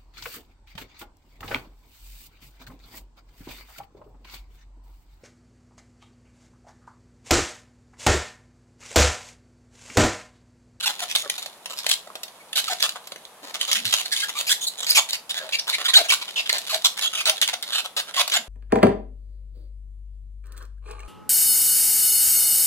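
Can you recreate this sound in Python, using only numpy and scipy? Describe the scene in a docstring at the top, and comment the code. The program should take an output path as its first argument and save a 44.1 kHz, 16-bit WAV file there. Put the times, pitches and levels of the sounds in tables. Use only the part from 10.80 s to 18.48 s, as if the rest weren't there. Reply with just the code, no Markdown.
"""A long latex balloon creaks, squeaks and snaps as two hands twist it, close to two microphones.
Its skin sticks and slips: ragged rows of tiny slips creak, even rows squeak and glide, and short
noisy bursts snap as the skin lets go. One set of resonances, for the taut skin and the air inside,
colors the creaks, rasps, snaps and fingertip crackle; the squeaks' clean tones bypass it. A few low
bumps, the short ring of a small room with a wooden floor, and steady room noise complete the scene."""
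import sys
import numpy as np
from scipy import signal
from scipy.fft import rfft, irfft, next_fast_len
from scipy.io import wavfile

SR = 44100
rng = np.random.default_rng(int(sys.argv[2]) if len(sys.argv) > 2 else 0)


def store_pcm(level_fs):
    """Save levels as 16-bit WAV."""
    pcm = np.round(np.clip(level_fs, -1, 1) * 32767).astype(np.int16)
    wavfile.write(sys.argv[1], SR, np.atleast_2d(pcm).T)


N = 338688  # length of the scene in samples

# Creaks, skin dragging under the fingers: (t/s, length/s, level of the middle band level/dB,
# bass against that level/dB, ring of the rubbed patch f/Hz)
CREAK_STROKES = [(0, 0.014, -31, -20, 3040), (0.086, 0.023, -29.5, -3.5, 4100),
                 (0.187, 0.023, -32, -14, 1650), (0.286, 0.04, -31.5, -31, 4700),
                 (0.37, 0.055, -33.5, -32, 3490), (0.578, 0.023, -34.5, -9.5, 2520),
                 (0.891, 0.051, -38.5, -6.5, 3200), (0.965, 0.046, -35, -17, 4620),
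                 (1.083, 0.061, -26, -25, 3600), (1.754, 0.052, -23.5, -19, 3200),
                 (1.997, 0.042, -29, -18, 3100), (2.026, 0.04, -23.5, -12, 3270),
                 (2.15, 0.025, -40, 1.5, 1550), (2.623, 0.092, -44, -3, 1710),
                 (2.737, 0.034, -33.5, -6.5, 5140), (2.795, 0.059, -30.5, -14.5, 6700),
                 (2.874, 0.051, -30.5, -11, 6650), (2.913, 0.022, -23, -24, 4200),
                 (2.948, 0.027, -22.5, -27, 2730), (2.972, 0.023, -33, -25, 2900),
                 (3.051, 0.08, -29.5, -24, 3900), (3.123, 0.028, -20.5, -15.5, 2600),
                 (3.155, 0.063, -27.5, -19, 2830), (3.249, 0.016, -30.5, -13.5, 4370),
                 (3.335, 0.093, -28, -29, 4300), (3.483, 0.024, -31, -7.5, 2120),
                 (3.577, 0.038, -27.5, -11, 3300), (3.973, 0.041, -34, -14, 6600),
                 (4.024, 0.028, -33.5, -12, 7000), (4.064, 0.077, -26.5, -17, 4700),
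                 (4.169, 0.031, -17, -10.5, 7300), (4.286, 0.025, -29.5, -35, 3670),
                 (4.322, 0.039, -30.5, -22, 5600), (4.492, 0.029, -27, -25, 4070),
                 (4.54, 0.054, -30, -14, 1680), (4.6, 0.071, -44, 2.5, 1640),
                 (4.868, 0.052, -28, -11.5, 3700), (4.978, 0.057, -32.5, -6.5, 1590),
                 (5.079, 0.029, -20.5, -15, 3430), (5.315, 0.024, -20.5, -12, 3660),
                 (5.41, 0.022, -30, -14, 2300), (5.475, 0.025, -33.5, -14, 2770),
                 (5.655, 0.021, -30, -21, 3530), (5.733, 0.043, -27.5, -9.5, 1420),
                 (6.043, 0.029, -17.5, -15, 7000), (6.168, 0.032, -30, -16, 1770),
                 (6.209, 0.058, -27, -15.5, 3270), (6.328, 0.092, -28.5, -15.5, 2630),
                 (6.453, 0.053, -21, -15.5, 3840), (6.555, 0.034, -35, -16, 3570),
                 (6.612, 0.037, -21.5, -27, 3320), (6.68, 0.02, -25.5, -12, 1590),
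                 (6.828, 0.023, -34, -15, 3880), (6.857, 0.083, -35.5, -12, 3930),
                 (6.922, 0.087, -24.5, -18, 2880), (7.042, 0.028, -32, -10, 3070),
                 (7.164, 0.049, -25, -12.5, 3170), (7.266, 0.048, -40.5, -6.5, 1420),
                 (7.338, 0.071, -28.5, -17, 1350), (7.513, 0.0225, -23, -16.5, 6850),
                 (7.532, 0.026, -19.5, -15, 3420)]
CREAK_JITTER, FIRM_DB, JITTER_PER_DB = 0.3, -22, 0.03  # lighter creaks stumble more
CREST, CREST_PER_S = 0.26, 0.8  # share of a creak spent swelling: long ones build up more slowly
CREAK_SAG_OCTAVES = 0.25  # the rubbed patch slackens, so its ring sinks through a creak


def creak(row, chance):
    """A ragged rub: its attack follows its length, its unevenness follows its force, its ring sinks."""
    s, length, level_db, bass_db, ring_hz = row
    jitter = np.clip(CREAK_JITTER + JITTER_PER_DB * (FIRM_DB - level_db), 0.24, 0.7)
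    sag = CREAK_SAG_OCTAVES * np.linspace(1 / 2, -1 / 2, int(length * SR))
    patch_hz = ring_hz * 2 ** sag
    crest = CREST + CREST_PER_S * length
    stroke = (length, crest, patch_hz, jitter, level_db, bass_db, treble_at(s))
    return rub(stroke, chance, skin_ring(chance[0, -1]))


# Squeaks, where the slipping locks to a pitch: (t/s, length/s, pitch in mid-glide f/Hz, glide/octaves,
# rasp, middle band level/dB, clean tone before its overtones and TONE_TRIM_DB level/dB)
SQUEAK_STROKES = [(0.025, 0.027, 1543, -0.24, -27, -36), (0.056, 0.026, 961, -0.33, -21, -64),
                  (0.214, 0.03, 700, -0.072, -31, -35), (0.428, 0.05, 608, -0.31, -62, -43),
                  (1.271, 0.0079, 657, -0.26, -49, -40), (1.597, 0.028, 2230, 0, -69, -50),
                  (1.876, 0.014, 1315, -0.32, -29.5, -29.5), (1.894, 0.044, 735, -0.21, -29, -30.5),
                  (3.314, 0.03, 1566, 0.024, -25.5, -64), (3.321, 0.012, 4690, -0.16, -23.5, -27),
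                  (3.425, 0.025, 1632, 0.12, -30.5, -25.5), (3.55, 0.031, 1192, 0.11, -35, -34.5),
                  (3.665, 0.035, 2456, -0.012, -27.5, -49), (3.69, 0.043, 1619, 0.014, -20, -41),
                  (3.807, 0.049, 3690, 0.046, -31.5, -42), (3.864, 0.024, 3870, -0.14, -26.5, -46),
                  (4.096, 0.017, 4690, 0.3, -41, -16), (4.146, 0.037, 2410, -0.16, -17.5, -45),
                  (4.571, 0.062, 1640, -0.15, -54, -39), (4.633, 0.048, 634, -0.2, -51, -43),
                  (4.721, 0.039, 2610, 0.14, -23, -28), (4.785, 0.016, 5100, 0.028, -25, -31),
                  (4.924, 0.034, 2164, -0.22, -23, -28), (5.041, 0.033, 1445, -0.19, -22.5, -45),
                  (5.133, 0.024, 1555, -0.14, -15, -29), (5.151, 0.028, 3910, 0.108, -18, -6.5),
                  (5.166, 0.029, 797, -0.19, -19, -27.5), (5.188, 0.0327, 684, -0.127, -27.5, -26.5),
                  (5.237, 0.031, 700, -0.12, -33, -40), (5.284, 0.0155, 2690, 0.059, -21, -32),
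                  (5.299, 0.0165, 2292, 0.14, -18.5, -19), (5.321, 0.0087, 1055, 0.45, -21, -23.5),
                  (5.557, 0.053, 2593, -0.23, -23, -48), (5.693, 0.011, 2073, -0.22, -19, -19.5),
                  (5.892, 0.034, 1150, -0.67, -28, -46), (5.922, 0.044, 637.3, -0.028, -27.5, -31.5),
                  (6.228, 0.057, 3290, 0.063, -36, -23.5), (6.369, 0.057, 2550, -0.11, -36, -31),
                  (6.463, 0.048, 645, -0.16, -43, -32.5), (6.516, 0.035, 782, -0.21, -47, -39.5),
                  (6.729, 0.016, 727, -0.28, -27.5, -32.5), (7.368, 0.03, 1095, -0.16, -25.5, -26),
                  (7.394, 0.027, 573, -0.13, -18.5, -40), (7.555, 0.025, 736, -0.34, -22, -34),
                  (7.558, 0.019, 7120, 0.04, -41, -23)]
SQUEAK_JITTER, SQUEAK_CREST = 0.1333, 0.52
LOW_HZ, LOW_BASS_DB, BASS_DB_PER_OCTAVE = 700, -12.5, -5.5  # the higher a squeak, the less bass it has
OVERTONE_DB, OVERTONE_PER_TREBLE = -0.5, 3.4  # second harmonic, which follows the treble


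def squeak(row, chance):
    """An even rub (the rasp) and a clean tone glide together; higher squeaks have less bass."""
    s, length, hz, glide, rasp_db, tone_db = row
    bass_db = LOW_BASS_DB + BASS_DB_PER_OCTAVE * np.log2(hz / LOW_HZ)
    treble_db = treble_at(s)
    pitch = hz * 2 ** (glide * np.linspace(-1 / 2, 1 / 2, int(length * SR)))
    stroke = (length, SQUEAK_CREST, pitch, SQUEAK_JITTER, rasp_db, bass_db, treble_db)
    rasp = rub(stroke, chance, skin_ring(chance[0, -1]), wander=0.1)
    second_db = OVERTONE_DB + OVERTONE_PER_TREBLE * treble_db
    tone = squeal((length, pitch[0], pitch[-1], tone_db, second_db), chance)
    return rasp, tone


WAVER_PER_S = 0.77  # pitch waver per second of length: long squeaks hold their pitch less firmly
TONE_CREST, TONE_EASE = 0.55, 0.24  # a tone builds up while the slipping locks


def squeal(stroke, chance, waver_per_s=600, flutter_db=3, overtone_fall_db=8):
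    """Regular slipping makes a gliding, fluttering tone with a few overtones."""
    length, first_hz, last_hz, level_db, second_db = stroke
    t = np.arange(int(length * SR)) / SR
    waver = 1 + WAVER_PER_S * length * drift(t, chance[0], waver_per_s)
    hz = np.linspace(first_hz, last_hz, len(t)) * waver
    phase = 2 * np.pi * np.cumsum(hz) / SR
    wave = np.sin(phase)
    for k in range(2, 10):
        if k * hz.max() < SR / 2:  # only overtones that digital sound can hold
            # offset of 2.5: the second harmonic sits half a step above second_db
            wave = wave + gain_of(second_db - overtone_fall_db * (k - 2.5)) * np.sin(k * phase)
    flutter = gain_of(flutter_db * drift(t, chance[1], waver_per_s))
    force = evened(grip(t, TONE_CREST, ease=TONE_EASE) * flutter)
    return gain_of(level_db) * np.sqrt(2) * force * wave


SLIP_SPREAD = 1.45  # how unequal the slips are in size, more so in uneven strokes
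SLIP_TAPS = 10  # samples used to place one slip


def rub(stroke, chance, ring, wander=0.15, wander_per_s=90, scatter=1.2, lurch_db=1.5, lurch_per_s=260,
        patch_db=6, patch_width=480, partner_db=-4, slips_per_s=1050):
    """Slips, uneven in spacing and size, strike the skin through the ringing patch under the finger."""
    length, crest, patch_hz, jitter, level_db, bass_db, treble_db = stroke
    t = np.arange(int(length * SR)) / SR
    hz = patch_hz * np.exp(wander * drift(t, chance[0], wander_per_s))  # patch stretches and slackens
    # a smooth stroke slips every cycle, a ragged one at its own pace
    ragged = jitter > 0.23
    turns = slips_per_s * t if ragged else np.cumsum(hz) / SR

    # waits between slips, in cycles, are random around one
    spread = scatter * jitter
    due = np.cumsum(np.exp(spread * chance[1] - spread ** 2 / 2))
    due = due - due[0]
    at = np.interp(due[due < turns[-1]], turns, np.arange(len(t)))
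    force = grip(t, crest) * gain_of(lurch_db * drift(t, chance[2], lurch_per_s))
    unequal = np.exp(SLIP_SPREAD * jitter * np.clip(chance[3, :len(at)], -2, 2))
    sizes = force[at.astype(int)] * unequal

    # each slip may fall between two samples, so a short smooth pulse draws it
    near = at.astype(int)[:, None] + np.arange(SLIP_TAPS)
    offset = near - at[:, None] - SLIP_TAPS / 2
    pulses = sizes[:, None] * np.sinc(offset) * np.cos(np.pi * offset / (SLIP_TAPS + 2)) ** 2
    slips = np.bincount(near.ravel(), pulses.ravel(), len(t) + 10 * SLIP_TAPS)

    # the patch rings in two modes, an octave apart, that glide together
    mode_hz = np.pad(hz, (0, len(slips) - len(t)), "edge")
    octave_hz = mode_hz * (1 / 2 if ragged else 2)
    main_mode = resonate(slips, mode_hz, patch_width)
    partner = gain_of(partner_db) * resonate(slips, octave_hz, patch_width)
    slips = slips + gain_of(patch_db) * (main_mode + partner)

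    # a broad, soft contact brings out the bass; a tight, dry one the treble
    parts = bands(signal.fftconvolve(slips, ring))
    band_gains = gain_of(level_db + np.array([bass_db, 0, treble_db]))
    return band_gains * np.sqrt(len(t)) / np.linalg.norm(parts, axis=1) @ parts


# Treble of the creaks and rasps, which also steers the squeaks' overtones:
# (t/s, treble against the middle band level/dB)
STROKE_TREBLE = [(0.05, -6), (0.35, -1.5), (1.0, -3), (2.7, -5.5), (3.15, -6.5), (3.75, 0), (4.15, -2),
                 (4.75, -10.5), (5.3, -7), (5.6, -15), (6.0, -3), (6.65, -9), (6.95, -8), (7.18, -6),
                 (7.55, -9)]


def treble_at(s):
    """Reads how bright the rubbing is at time s."""
    return np.interp(s, *np.transpose(STROKE_TREBLE))


def grip(t, crest, rise_s=0.0024, ease=0.085):
    """A stroke swells to its crest, holds and lets go; a later crest starts from less force."""
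    crest = np.clip(crest, 0.02, 0.98)
    swell = np.interp(t / t[-1], [0, crest, 1], [1 - crest, 1, 1])
    ramp_s = rise_s + ease * crest * (1 - crest) * t[-1]  # a crest midway gives the longest fades
    return swell * np.clip(np.minimum(t, t[-1] - t) / ramp_s, 0, 1)


def resonate(x, hz, width):
    """A moving resonance: shifts the curve hz down to zero, smooths, and shifts back."""
    turn = np.exp(2j * np.pi * np.cumsum(hz) / SR)
    r = np.exp(-np.pi * width / SR)  # a narrow width (Hz) rings longer
    return 2 * (turn * signal.lfilter([1 - r], [1, -r], x / turn)).real


# Color of the taut skin and the air inside, before stretching: (f/Hz, level/dB)
SKIN_COLOR = [(60, -50.5), (330, -17.5), (520, -6.5), (660, -2.5), (930, -6), (2500, 4.5), (3200, 9.5),
              (3900, 13), (4700, 5.5), (6000, 1), (7100, 4.5), (8200, -4.5), (11000, 0), (13300, -10)]
# Narrow ring of the skin, added on top of that color: (f/Hz, width/Hz, level against the color/dB)
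SKIN_RINGS = [(9240, 390, -12.5)]
STRETCH_OCTAVES = 0.09  # the skin's tension, and with it its color, differs from stroke to stroke


def skin_ring(stretch=0, size=2048):
    """How the balloon answers one slip; stretching shifts all its resonances."""
    hz = np.fft.rfftfreq(size, 1 / SR) / 2 ** (STRETCH_OCTAVES * stretch)
    peaks = sum(gain_of(db) / (1 + (2 * (hz - f) / w) ** 2) for f, w, db in SKIN_RINGS)
    gain = gain_of(read(SKIN_COLOR, hz)) * (1 + peaks)
    # minimum phase: the answer starts at once, never before the slip
    log_gain = np.log(np.r_[gain, gain[-2:0:-1]])
    return np.fft.ifft(np.exp(np.conj(signal.hilbert(log_gain)))).real[:size // 2]


# Snaps of the skin letting go: (t/s, peak before snap_db and echoes level/dB,
# bass before bass_lift_db/dB, decay of the chatter/ms)
SNAP_HITS = [(0.351, -5.5, -17, 2.5), (0.3547, -5.5, -13, 3.5), (0.3605, -1, -22, 1.8),
             (0.46, -25, 20, 2.7), (0.4984, -6, -21, 4.2), (0.626, -18, -14.5, 4), (0.66, -17, -13, 4),
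             (0.858, -13, -15.5, 5), (1.044, -19.5, -8, 2.7), (1.065, -3.5, -17.5, 3.7),
             (1.092, -8, -28, 1.3), (1.098, -7, -20, 2.4), (1.1135, -2, -28, 3.2), (1.302, -26, 16, 3),
             (1.354, -16, -5, 6.5), (1.4325, -14, -21, 4.9), (1.481, -26, -26, 3), (1.73, -12.5, -20, 3),
             (1.7715, -4.5, -30, 4), (1.778, -5, -20.5, 3.2), (1.842, -12.5, -10, 2),
             (2.026, 0.5, -30, 2.1), (2.092, -9, -26, 2.6), (2.272, -24.5, -11, 4.5),
             (2.32, -17.5, -4.5, 3.7), (2.36, -21, -6.5, 3.7), (2.452, -22.5, -34, 2.7),
             (2.743, -14.5, -21, 4.8), (2.812, -7, -45, 5), (2.88, -17, -29, 2), (2.914, -6, -42, 5.6),
             (2.93, 0, -36, 2.1), (3.053, -7.5, -49, 5.2), (3.1255, -10, -26, 1.5), (3.139, 0, -20, 1.5),
             (4.032, -13, -25, 3.5), (4.289, -21, -42, 3.5), (4.331, -7, -22, 4.3), (4.691, -17, -8.5, 4),
             (4.8985, -2.5, -41, 2.2), (5.139, -2, -25, 3), (5.3025, -4.5, -34, 2.5),
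             (5.3215, -2, -17.5, 2.5), (5.3305, -8, -18, 2), (5.339, -3, -17, 1.5),
             (5.3455, -5.5, -28, 1.1), (5.694, -6.5, -11, 3), (5.7285, -2, -18, 1.5),
             (5.7825, -11.5, -15, 1.7), (5.7895, -13, -10.5, 1), (5.945, -4, -24, 1.8),
             (6.048, 2.5, -19.5, 1.7), (6.456, -2.5, -31, 2.9), (6.496, -0.5, -27, 4.7),
             (6.615, -3, -22, 2.7), (6.624, -5.5, -21.5, 2.9), (6.6305, -6, -23, 1.7),
             (6.677, -5.5, -25, 2.5), (6.689, -11, -11, 2.4), (6.7385, -9.5, -19, 2.8),
             (6.826, -12.5, -33, 3), (7.366, -6.5, -16, 3), (7.3955, -4, -8, 1.7), (7.4775, -9, -16, 4.3),
             (7.4985, -11, -16, 4.3)]


def snap(row, chance, bass_lift_db=19, snap_db=-1):
    """A short burst of noisy chatter with a small click in it; the air in the tube adds a low pop."""
    _, peak_db, bass_db, chatter_ms = row
    ms = np.arange(len(chance)) * 1000 / SR
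    push = chance * np.exp(-ms / chatter_ms)
    push[20] += 2  # the small click
    parts = bands(signal.fftconvolve(push, skin_ring(chance[-1])))
    sound = gain_of([bass_db + bass_lift_db, 0, 0]) @ parts
    return gain_of(peak_db + snap_db) * sound / abs(sound).max()


# Fingertip crackle, which nearly vanishes when the hands rest: (t/s, level/dB)
FINGER_LEVEL = [(0, -42.5), (0.62, -40), (0.8, -62), (1.05, -38), (1.3, -60), (1.68, -59), (1.85, -33.5),
                (2.25, -52), (2.62, -68), (2.9, -36), (4.2, -48), (4.44, -71), (4.65, -45.5), (5.2, -45.5),
                (5.85, -37), (6.95, -54), (7.12, -65), (7.4, -63)]


def fingers(ring, ticks_per_s=500, spread_db=6, largest=2.94, count=8):
    """Fine random ticks of fingertips shifting on the skin; each finger is heard by its own path."""
    ticks = rng.exponential(1, N)
    sizes = gain_of(spread_db * np.minimum(ticks, largest)) * (rng.random(N) < ticks_per_s / SR)
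    finger = rng.integers(0, count, N)
    crackle = np.zeros((2, N))
    for k, path in enumerate(rng.random(size=(count, 36))):
        own_ticks = (sizes * (finger == k))[None]
        crackle += signal.oaconvolve(own_ticks, nearby(ring, path), axes=1)[:, :N]
    level_db = np.interp(np.arange(N) / SR, *np.transpose(FINGER_LEVEL))
    return gain_of(level_db) * evened(crackle)


# Low groans and a soft bump as the hands change grip: (t/s, length/s, pitch f/Hz, level/dB)
GRIP_BUMPS = [(2.616, 0.048, 279, -54), (2.899, 0.25, 229, -54), (3.041, 0.051, 125, -48),
              (7.58, 0.043, 246, -52)]


def bump(row, chance):
    """A dull, slightly wavering low tone that swells and fades, alike on both sides."""
    _, length, hz, level_db = row
    t = np.arange(int(length * SR)) / SR
    waver = 1 + 0.13 * drift(t, chance, 170)
    phase = 2 * np.pi * np.cumsum(hz * waver) / SR
    return gain_of(level_db) * evened(np.sin(phase) * np.hanning(len(t))) * np.ones((2, 1))


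MIC_LAG = 6  # samples by which the left microphone leads, roughly


def nearby(x, chance, near_db=-2, fade_s=0.003, size=500):
    """Direct sound from the left, plus its own quick echoes off hands and floor; keeps the energy."""
    when, side, sign = chance.reshape(3, -1)
    at = (20 + when ** 2 * (size - 2 * 20)).astype(int)
    heights = np.sign(sign - 0.5) * np.exp(-at / SR / fade_s)
    taps = echoes(at, gain_of(near_db) * heights / np.linalg.norm(heights), side, size)
    # the direct sound reaches the left first, then the right
    taps[0, 0] = taps[1, MIC_LAG + round(2 * (side[0] - side[1]) - 0.5)] = 1
    heard = signal.fftconvolve(x[None], taps, axes=1)
    return heard * np.sqrt(2) * np.linalg.norm(x) / np.linalg.norm(heard)


def echoes(at, heights, sides, size):
    """Reflections at the two microphones; each arrives from its own side (0-1)."""
    taps = np.zeros((2, size))
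    lag = np.round((2 * sides - 1) * (MIC_LAG + 2)).astype(int)
    np.add.at(taps[0], at, heights)
    np.add.at(taps[1], at + lag, heights)
    return taps


def room(x, wet_db=-8, turn_per_s=23, count=3):
    """The flexing balloon radiates in changing directions, so it feeds several echo paths in turn."""
    angle = np.pi * (turn_per_s * np.arange(N) / SR + np.arange(count)[:, None] / count)
    shares = np.sqrt(2 / count) * abs(np.cos(angle))
    wet = sum(signal.oaconvolve(x * share, tail(), axes=1)[:, :N] for share in shares)
    return gain_of(wet_db) * wet


# How long the room takes to fade by 60 dB: (f/Hz, time/s)
ROOM_FADE = [(250, 0.25), (700, 0.25), (4000, 0.21), (15000, 0.22)]


def tail(first_s=0.006, size=16000, count=2400):
    """Random wall echoes that die away at a rate set by pitch, scaled to a fixed energy."""
    when, side, sign = rng.random((3, count))
    start = first_s * SR
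    at = (start + when * (size - start - 20)).astype(int)
    taps = echoes(at, np.sign(sign - 0.5), side, size)
    hz, t, z = signal.stft(taps, SR, nperseg=256)
    fade = gain_of(-60 * t / read(ROOM_FADE, hz)[:, None])
    decayed = signal.istft(z * fade, SR)[1]
    return decayed / np.linalg.norm(decayed[0])


# Color of the still room's noise, before it is scaled to level_db: (f/Hz, level per Hz/dB)
HUSH_COLOR = [(30, -13.5), (120, -17.5), (190, -5.5), (290, -10.5), (520, -3), (850, -1), (2000, -11.5),
              (3500, -12), (5000, -17), (7200, -16), (11000, -13), (16000, -28)]


def hush(alike_hz=1500, level_db=-49.5):
    """Steady room noise, alike at both microphones in the bass and separate in the treble."""
    hz = np.fft.rfftfreq(N, 1 / SR)
    left, other = rfft(rng.standard_normal((2, N)))
    same = np.exp(-(hz / alike_hz) ** 2 / 2)
    pair = np.array([left, same * left + np.sqrt(1 - same ** 2) * other])
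    return gain_of(level_db) * evened(irfft(pair * gain_of(read(HUSH_COLOR, hz)), N))


def gain_of(db):
    """Turns decibels into amplitude."""
    return 10 ** (np.asarray(db) / 20)


def evened(x):
    """Scales a sound to an average (rms) strength of one."""
    return x / np.sqrt(np.mean(x ** 2) + 1e-20)


def read(points, hz):
    """Reads a curve between its points, with frequency spaced as the ear hears it (log)."""
    f, value = np.transpose(points)
    return np.interp(np.log(hz + 1), np.log(f), value)


def drift(t, knots, per_s):
    """Slow chance: random knots joined by straight lines."""
    return np.interp(t * per_s, np.arange(len(knots)), knots)


def bands(x, bass_hz=1400, treble_hz=5500):
    """Splits a sound into bass, middle and treble that add up to the whole."""
    size = next_fast_len(len(x))
    hz = np.fft.rfftfreq(size, 1 / SR)
    low, under = (1 / (1 + (hz / edge) ** 10) for edge in (bass_hz, treble_hz))
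    return irfft(rfft(x, size) * np.array([low, under - low, 1 - under]), size)[:, :len(x)]


def add(mix, s, sound):
    """Mixes a stereo sound in at time s."""
    part = mix[:, max(round(s * SR), 0):][:, :sound.shape[1]]
    part += sound[:, :part.shape[1]]


def with_chance(table, *shape):
    """Gives each row its own random numbers and its own random echo path."""
    chances = rng.standard_normal(size=(len(table), *shape))
    return zip(table, chances, rng.random(size=(len(table), 36)))


TONE_TRIM_DB = -1  # level of all clean tones
TONE_ROOM_DB = -2.5  # share of the tones that reaches the walls, against the rubbing


def scene():
    """Creaks, squeaks, snaps, crackle and bumps of the balloon, in the room."""
    balloon, tones = np.zeros((2, 2, N))
    for row, chance, path in with_chance(CREAK_STROKES, 4, 500):
        add(balloon, row[0], nearby(creak(row, chance), path))
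    for row, chance, path in with_chance(SQUEAK_STROKES, 4, 500):
        rasp, tone = squeak(row, chance)
        add(balloon, row[0], nearby(rasp, path))
        add(tones, row[0], gain_of(TONE_TRIM_DB) * nearby(tone, path, near_db=-9))
    for row, chance, path in with_chance(SNAP_HITS, 400):
        add(balloon, row[0], nearby(snap(row, chance), path, near_db=-4))
    for row, chance in zip(GRIP_BUMPS, rng.standard_normal(size=(len(GRIP_BUMPS), 40))):
        add(balloon, row[0], bump(row, chance))
    balloon = balloon + fingers(skin_ring())
    to_walls = balloon + gain_of(TONE_ROOM_DB) * tones
    return balloon + tones + room(to_walls) + hush()


def record(dry):
    """Two slightly unlike microphones; peaks clip at full scale, then deep bass and top are cut."""
    # right against left (f/Hz, level/dB): stronger near 3 kHz, weaker near 650 Hz
    unlike = [(300, 1.4), (650, -1.5), (1200, 0.0), (3200, 2.5), (4500, 1.0), (9000, -0.5)]
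    right_db = read(unlike, np.fft.rfftfreq(N, 1 / SR))
    heard = irfft(rfft(dry) * gain_of(np.outer([-0.5, 0.5], right_db)), N)
    heard = np.clip(heard, -1, 1)
    heard = signal.sosfilt(signal.butter(2, 60, "high", fs=SR, output="sos"), heard)
    top_cut = signal.firwin(511, 15900, window=("kaiser", 9), fs=SR)
    return signal.oaconvolve(heard, top_cut[None], "same")


dry = scene()
out = record(dry)
store_pcm(out)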